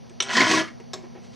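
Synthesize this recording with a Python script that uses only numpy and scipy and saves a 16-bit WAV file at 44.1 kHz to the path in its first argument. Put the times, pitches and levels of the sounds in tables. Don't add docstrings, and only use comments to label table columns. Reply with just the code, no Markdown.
import sys
import numpy as np
from scipy import signal
from scipy.fft import rfft, irfft
from scipy.io import wavfile
from scipy.ndimage import uniform_filter1d

SR = 44100
rng = np.random.default_rng(int(sys.argv[2]) if len(sys.argv) > 2 else 0)


def store_pcm(level_fs):
    pcm = np.round(np.clip(level_fs, -1, 1) * 32767).astype(np.int16)
    wavfile.write(sys.argv[1], SR, np.atleast_2d(pcm).T)


N = 59535
T = np.arange(N) / SR


def undb(db):
    return 10 ** (np.asarray(db) / 20)


def unit(x):
    return x / np.sqrt(np.mean(x ** 2))


def fader(curve):
    time_s, db = np.array(curve).T
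    outside_s = np.abs(T - np.clip(T, time_s[0], time_s[-1]))
    return undb(np.interp(T, time_s, db)) * np.exp(-outside_s / 0.023)


def drift(rate_hz):
    span = int(SR / rate_hz)
    return unit(uniform_filter1d(uniform_filter1d(rng.standard_normal(N), span), span))


def sine(hz):
    return np.sqrt(2) * np.sin(2 * np.pi * np.cumsum(hz) / SR)


def through(x, response):
    return signal.fftconvolve(x, response)[:N]


def response_of(points, size=4096):
    hz, db = np.array(points).T
    bins_hz = np.fft.rfftfreq(size, 1 / SR)
    log_gain = np.log(undb(np.interp(np.log(bins_hz + 1), np.log(hz), db)))
    cepstrum = irfft(log_gain)
    cepstrum[1:size // 2] *= 2
    cepstrum[size // 2 + 1:] = 0
    return irfft(np.exp(rfft(cepstrum)))


def colour(x, points):
    response = response_of(points)
    return through(x, response / np.linalg.norm(response))


def ring(x, modes):
    t = T[:SR // 2]
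    response = 0
    for hz, width_hz, db in modes:
        envelope = np.exp(-np.pi * width_hz * t) * (1 - np.exp(-hz * t))
        response += undb(db) * width_hz * envelope * np.cos(2 * np.pi * hz * t)
    return through(x, response / np.linalg.norm(response))


def contact(start_s, db, decay_s):
    age = np.maximum(T - start_s, 0)
    return np.sign(rng.standard_normal(N)) * (T >= start_s) * undb(db) * np.exp(-age / decay_s)


def blow(start_s, db, decay_s):
    return (np.arange(N) == int(start_s * SR)) * undb(db) * np.sqrt(decay_s * SR / 2)


def clicks(hits, spectrum, modes, crack_db, ring_db):
    crack = colour(sum(contact(*hit) for hit in hits), spectrum)
    ringing = ring(sum(blow(*hit) for hit in hits), modes)
    return undb(crack_db) * crack + undb(ring_db) * ringing


def spread(mid, side):
    # frequency_hz, gain_db
    side_colour = [(30, -12), (120, 9), (300, 0), (600, 2), (1100, -2), (2000, -80), (15000, 1)]
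    return mid + through(side, response_of(side_colour)) * np.array([[1], [-1]])


def room_tone():
    # pitch_hz, level_db
    hum_tones = [(120, -63), (240, -53.5), (4495, -66), (5098, -76), (5809, -69)]
    # frequency_hz, gain_db
    air_colour = [(25, -13), (55, -10.5), (120, -1), (210, 2.5), (320, -6.5), (700, -6), (1300, -16),
                  (3000, -18.5), (6200, -20.5), (7500, -41), (11000, -33), (15500, -31)]
    hum = np.sqrt(2) * sum(undb(db + 1.7 * drift(17)) * np.sin(2 * np.pi * (hz * T + rng.random()))
                           for hz, db in hum_tones)
    mid, side = (colour(rng.standard_normal(N), air_colour) for _ in range(2))
    return hum + undb(-52.5) * spread(mid, undb(4.5) * side)


def ticks():
    # start_s, level_db, decay_s
    hits = [(0.0955, -44.5, 0.0034), (0.2231, -21.5, 0.0081), (0.8005, -51, 0.004)]
    # frequency_hz, gain_db
    tick_colour = [(100, -25), (380, -12), (700, -10), (2000, -9), (3000, 1), (3700, 0.5), (4700, -18),
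                   (5800, 0.5), (7000, -12.5), (8200, -6), (9000, -17), (10500, -27), (15500, -30)]
    return colour(sum(contact(*hit) for hit in hits), tick_colour)


def bumps(attack_s=0.0023, width_hz=26):
    # start_s, level_db, decay_s, ring_hz, ring_gain_db
    touches = [(.1, -45, .012, 370, -3), (0.797, -36.5, 0.01, 456, -5.5), (.95, -41.5, 0.045, 390, -5),
               (1.033, -42.5, 0.025, 357, 2), (1.149, -44.5, 0.04, 375, -9), (1.237, -50, .015, 370, -19)]
    # frequency_hz, gain_db
    bump_colour = [(80, -15), (250, -8), (370, 4.5), (520, -5.5), (800, -5), (1300, -17), (2300, -12.5),
                   (3200, -25.5), (8000, -55), (15000, -37)]
    out = 0
    for start_s, db, decay_s, hz, ring_db in touches:
        onset = 1 - np.exp(-np.maximum(T - start_s, 0) / attack_s)
        thud = colour(contact(start_s, db, decay_s) * onset, bump_colour)
        out += thud + undb(ring_db) * ring(blow(start_s, db, decay_s), [(hz, width_hz, 0)])
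    return out


def button():
    # start_s, level_db, decay_s
    snaps = [(.2027, -12.5, 0.0037), (.2115, -32, 0.0082)]
    # frequency_hz, gain_db
    crack_colour = [(100, -39), (380, -18), (700, -9), (1400, -8.5), (2000, -2.5), (3000, -2), (3800, 7.5),
                    (4700, -9.5), (5800, 8.5), (7200, -17), (8400, -9.5), (10000, -49), (15500, -46)]
    # pitch_hz, width_hz, gain_db
    modes = [(382, 37, 5), (1040, 65, -4), (1352, 64, 5.5), (2268, 65, 7.5), (3040, 89, 11.5),
             (3420, 35, -12), (3760, 65, -19), (5710, 71, -10), (5400, 80, -11), (6100, 67, -10)]
    return clicks(snaps, crack_colour, modes, crack_db=-0.5, ring_db=-3)


def motor(jitter_s=0.0001, scatter_db=5, rattle_share=0.7):
    # time_s, tooth_rate_hz
    speed = [(.26, 110.1), (.33, 189.4), (.36, 235.2), (.4, 274.5), (.45, 300.4), (.49, 317.5),
             (.54, 317.6), (.59, 314.9), (.7, 302)]
    # multiple_of_tooth_rate, gain_db
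    partials = [(1, -0.5), (2, -10.5), (4.52, -20), (5.36, -20), (6.24, -19)]
    # time_s, level_db
    whine_level = [(.3, -54), (.335, -45), (.365, -30.5), (.4, -23.5), (.435, -22.5), (.468, -26.5),
                   (.494, -26), (.595, -21), (.64, -49.5), (.69, -38), (.72, -52)]
    clatter_level = [(.24, -44), (.278, -38.5), (.292, -29.5), (.345, -28.5), (.375, -20.5), (.435, -24),
                     (.47, -26.5), (.53, -28), (.595, -25), (.64, -40.5), (.72, -62)]
    shudder_level = [(.26, -48), (.34, -38.5), (.38, -26.5), (.425, -25.5), (.475, -36.5), (.525, -26.5),
                     (.6, -32), (.645, -41.5), (.72, -64.5)]
    # pitch_hz, width_hz, gain_db
    housing = [(655, 44, 1.5), (1004, 140, -2.5), (1053, 37, -11), (1468, 103, 2), (1640, 15, 3.5),
               (1703, 22.3, 2.5), (1920, 91, 4), (2120, 80, -40.5), (2200, 44, -11), (2546, 41, -9),
               (2916, 63, -2), (3109, 60, 1), (3400, 59, -31), (4180, 21, -8), (4090, 110, -8),
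               (4960, 65, -11)]
    # frequency_hz, gain_db
    tooth_colour = [(50, -34), (200, -15), (500, -7.5), (720, 2), (860, -18), (1000, -0.5), (2200, -2.5),
                    (3500, -12.5), (6000, -12), (12000, -47.5)]
    shudder_colour = [(40, -36), (80, -21), (130, -6.5), (180, -9), (240, 1.5), (320, -4), (385, 3),
                      (450, -4.5), (560, -2), (900, -31.5)]
    tooth_hz = np.interp(T, *np.array(speed).T) * (1 + .006 * drift(60))
    teeth = np.cumsum(tooth_hz) / SR
    whine = np.sqrt(2) * sum(undb(db + 1.15 * drift(72)) * np.sin(2 * np.pi * multiple * teeth)
                             for multiple, db in partials)
    meshings = np.flatnonzero(np.diff(np.floor(teeth)))
    timing, strength = rng.standard_normal((len(meshings), 2)).T
    knock_at = np.clip(meshings + (timing * jitter_s * SR).astype(int), 0, N - 1)
    knocks = np.zeros(N)
    knocks[knock_at] = undb(scatter_db * strength)
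    rattle = unit(rng.standard_normal(N) * np.exp(-(teeth % 1) / 0.23))
    force = np.sqrt(1 - rattle_share) * unit(knocks) + np.sqrt(rattle_share) * rattle
    force *= fader(clatter_level)
    clatter = undb(-1.5) * ring(force, housing) + undb(-1) * colour(force, tooth_colour)
    shudder = colour(rattle * fader(shudder_level), shudder_colour)
    return undb(2) * whine * fader(whine_level) + clatter + shudder


def motor_start(pitch_hz=393.3):
    # time_s, level_db
    level = [(.25, -50), (.285, -48), (.32, -42.5), (.345, -79)]
    hz = pitch_hz * (1 + 0.014 * drift(44))
    octave = sine(2 * hz * (1 + 0.027 * drift(200)))
    return (sine(hz) + undb(-0.5) * octave) * fader(level)


def tape_rasp(slips_per_s=6000):
    # time_s, level_db
    peel_level = [(.26, -66), (.3, -38.5), (.345, -25), (.375, -27), (.465, -31), (.51, -23), (.59, -27),
                  (.64, -49), (.7, -84)]
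    brush_level = [(1.0, -90), (1.2, -73), (1.25, -55), (1.29, -66), (1.35, -54.5)]
    # frequency_hz, gain_db
    peel_colour = [(80, -29), (800, -1.5), (2400, 3), (3300, 1.5), (4600, -0.5), (6200, 1.5), (7200, -10),
                   (8200, -5.5), (8700, -32), (9400, -6), (9900, -57), (11800, -19), (15500, -50)]
    slips = unit((rng.random(N) < slips_per_s / SR) * rng.standard_normal(N))
    return colour(slips * (fader(peel_level) + fader(brush_level)), peel_colour)


def tape_jerks():
    # start_s, level_db, decay_s, squeak_hz, squeak_db
    jerks = [(0.351, -39, 0.012, 1775, -21.5), (0.3681, -13.5, 0.0086, 3110, -22),
             (0.38, -40, 0.0065, 1906, -16.5), (0.4047, -12.5, 0.0064, 2117, -13),
             (0.417, -15, 0.0033, 2027, -15), (0.513, -9.5, 0.0013, 4135, -30),
             (0.5145, -18, 0.0054, 1932, -23.5), (0.681, -39, 0.0058, 2230, -40)]
    # frequency_hz, gain_db
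    jerk_colour = [(90, -12), (150, -3.5), (400, 7), (600, -5), (1100, 5.5), (2000, -1), (3200, -0.5),
                   (4400, 0), (7000, -8), (10000, -32), (15500, -26)]
    out = 0
    for start_s, db, decay_s, hz, squeak_db in jerks:
        progress = np.maximum(T - start_s, 0) / decay_s
        swell = progress * np.exp(1 - progress ** 2)
        squeak = sine(hz * (1 + .04 * drift(970))) * swell * undb(squeak_db)
        out += colour(contact(start_s, db, decay_s), jerk_colour) + squeak
    return out


def roller_squeal(pitch_hz=1040.5, pitch_at_s=0.4, rise_hz_per_s=600):
    # time_s, level_db
    level = [(.355, -53), (.4, -27.5), (.445, -26.5), (.48, -35), (.52, -30), (.548, -21), (.575, -65),
             (.62, -32)]
    hz = (pitch_hz + rise_hz_per_s * (T - pitch_at_s)) * (1 + .02 * drift(260))
    return sine(hz) * undb(-1 + 2.5 * drift(140)) * fader(level)


def cutter():
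    # start_s, level_db, decay_s
    strokes = [(.9336, -30, 0.0065), (.9383, -27.5, 0.0056), (.9475, -44, 0.004)]
    # frequency_hz, gain_db
    crack_colour = [(120, -45), (380, 11), (520, -1), (700, 3.5), (1300, -8), (2700, -10), (3700, -6),
                    (5400, -5.5), (7600, -3), (8600, -24.5), (12000, -17.5), (15500, -19)]
    # pitch_hz, width_hz, gain_db
    modes = [(382, 5, -22), (627, 40, 9), (1110, 40, 9), (1608, 69, 5), (2460, 40, -3), (3720, 81, 7),
             (4410, 65, -2), (4860, 46, -33), (5390, 44, 10), (5310, 51, 4), (6340, 70, -5),
             (7350, 68, -18), (7360, 99, -13)]
    return clicks(strokes, crack_colour, modes, crack_db=-0.5, ring_db=0.5)


def room(direct, t60_s=0.25, delay_s=0.0023):
    tail = (T > delay_s) * np.exp(-np.log(1000) * T / t60_s)
    tail /= np.linalg.norm(tail)
    mid, side = (through(direct, rng.standard_normal(N) * tail) for _ in range(2))
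    return undb(-1) * direct + undb(-11) * spread(mid, undb(-3.5) * side)


def scene(low_cut_hz=87):
    snaps = button() + ticks() + cutter()
    feed = motor() + motor_start() + roller_squeal() + tape_rasp() + tape_jerks()
    low_cut = signal.butter(4, low_cut_hz, "high", fs=SR, output="sos")
    dispenser = signal.sosfilt(low_cut, snaps + feed + bumps())
    return room(dispenser) + room_tone()


def record(dry):
    # frequency_hz, gain_db
    microphone = [(20, 0), (7000, -0.5), (8200, -1), (9500, -1), (11800, -6.5), (12600, -17.5),
                  (15800, -18.5)]
    notch_spacing_hz, notch_depth, notch_narrowness, top_hz = 298.6, 0.96, 0.63, 15800
    hz = np.fft.rfftfreq(2 * N, 1 / SR)
    delay = np.exp(-2j * np.pi * hz / notch_spacing_hz)
    comb = (1 - notch_depth * delay) / (1 - notch_narrowness * delay)
    coloured = irfft(rfft(dry, 2 * N) * comb * rfft(response_of(microphone), 2 * N))[:, :N]
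    return signal.sosfilt(signal.ellip(8, .2, 70, top_hz, fs=SR, output="sos"), coloured)


dry = scene()
out = record(dry)
store_pcm(out)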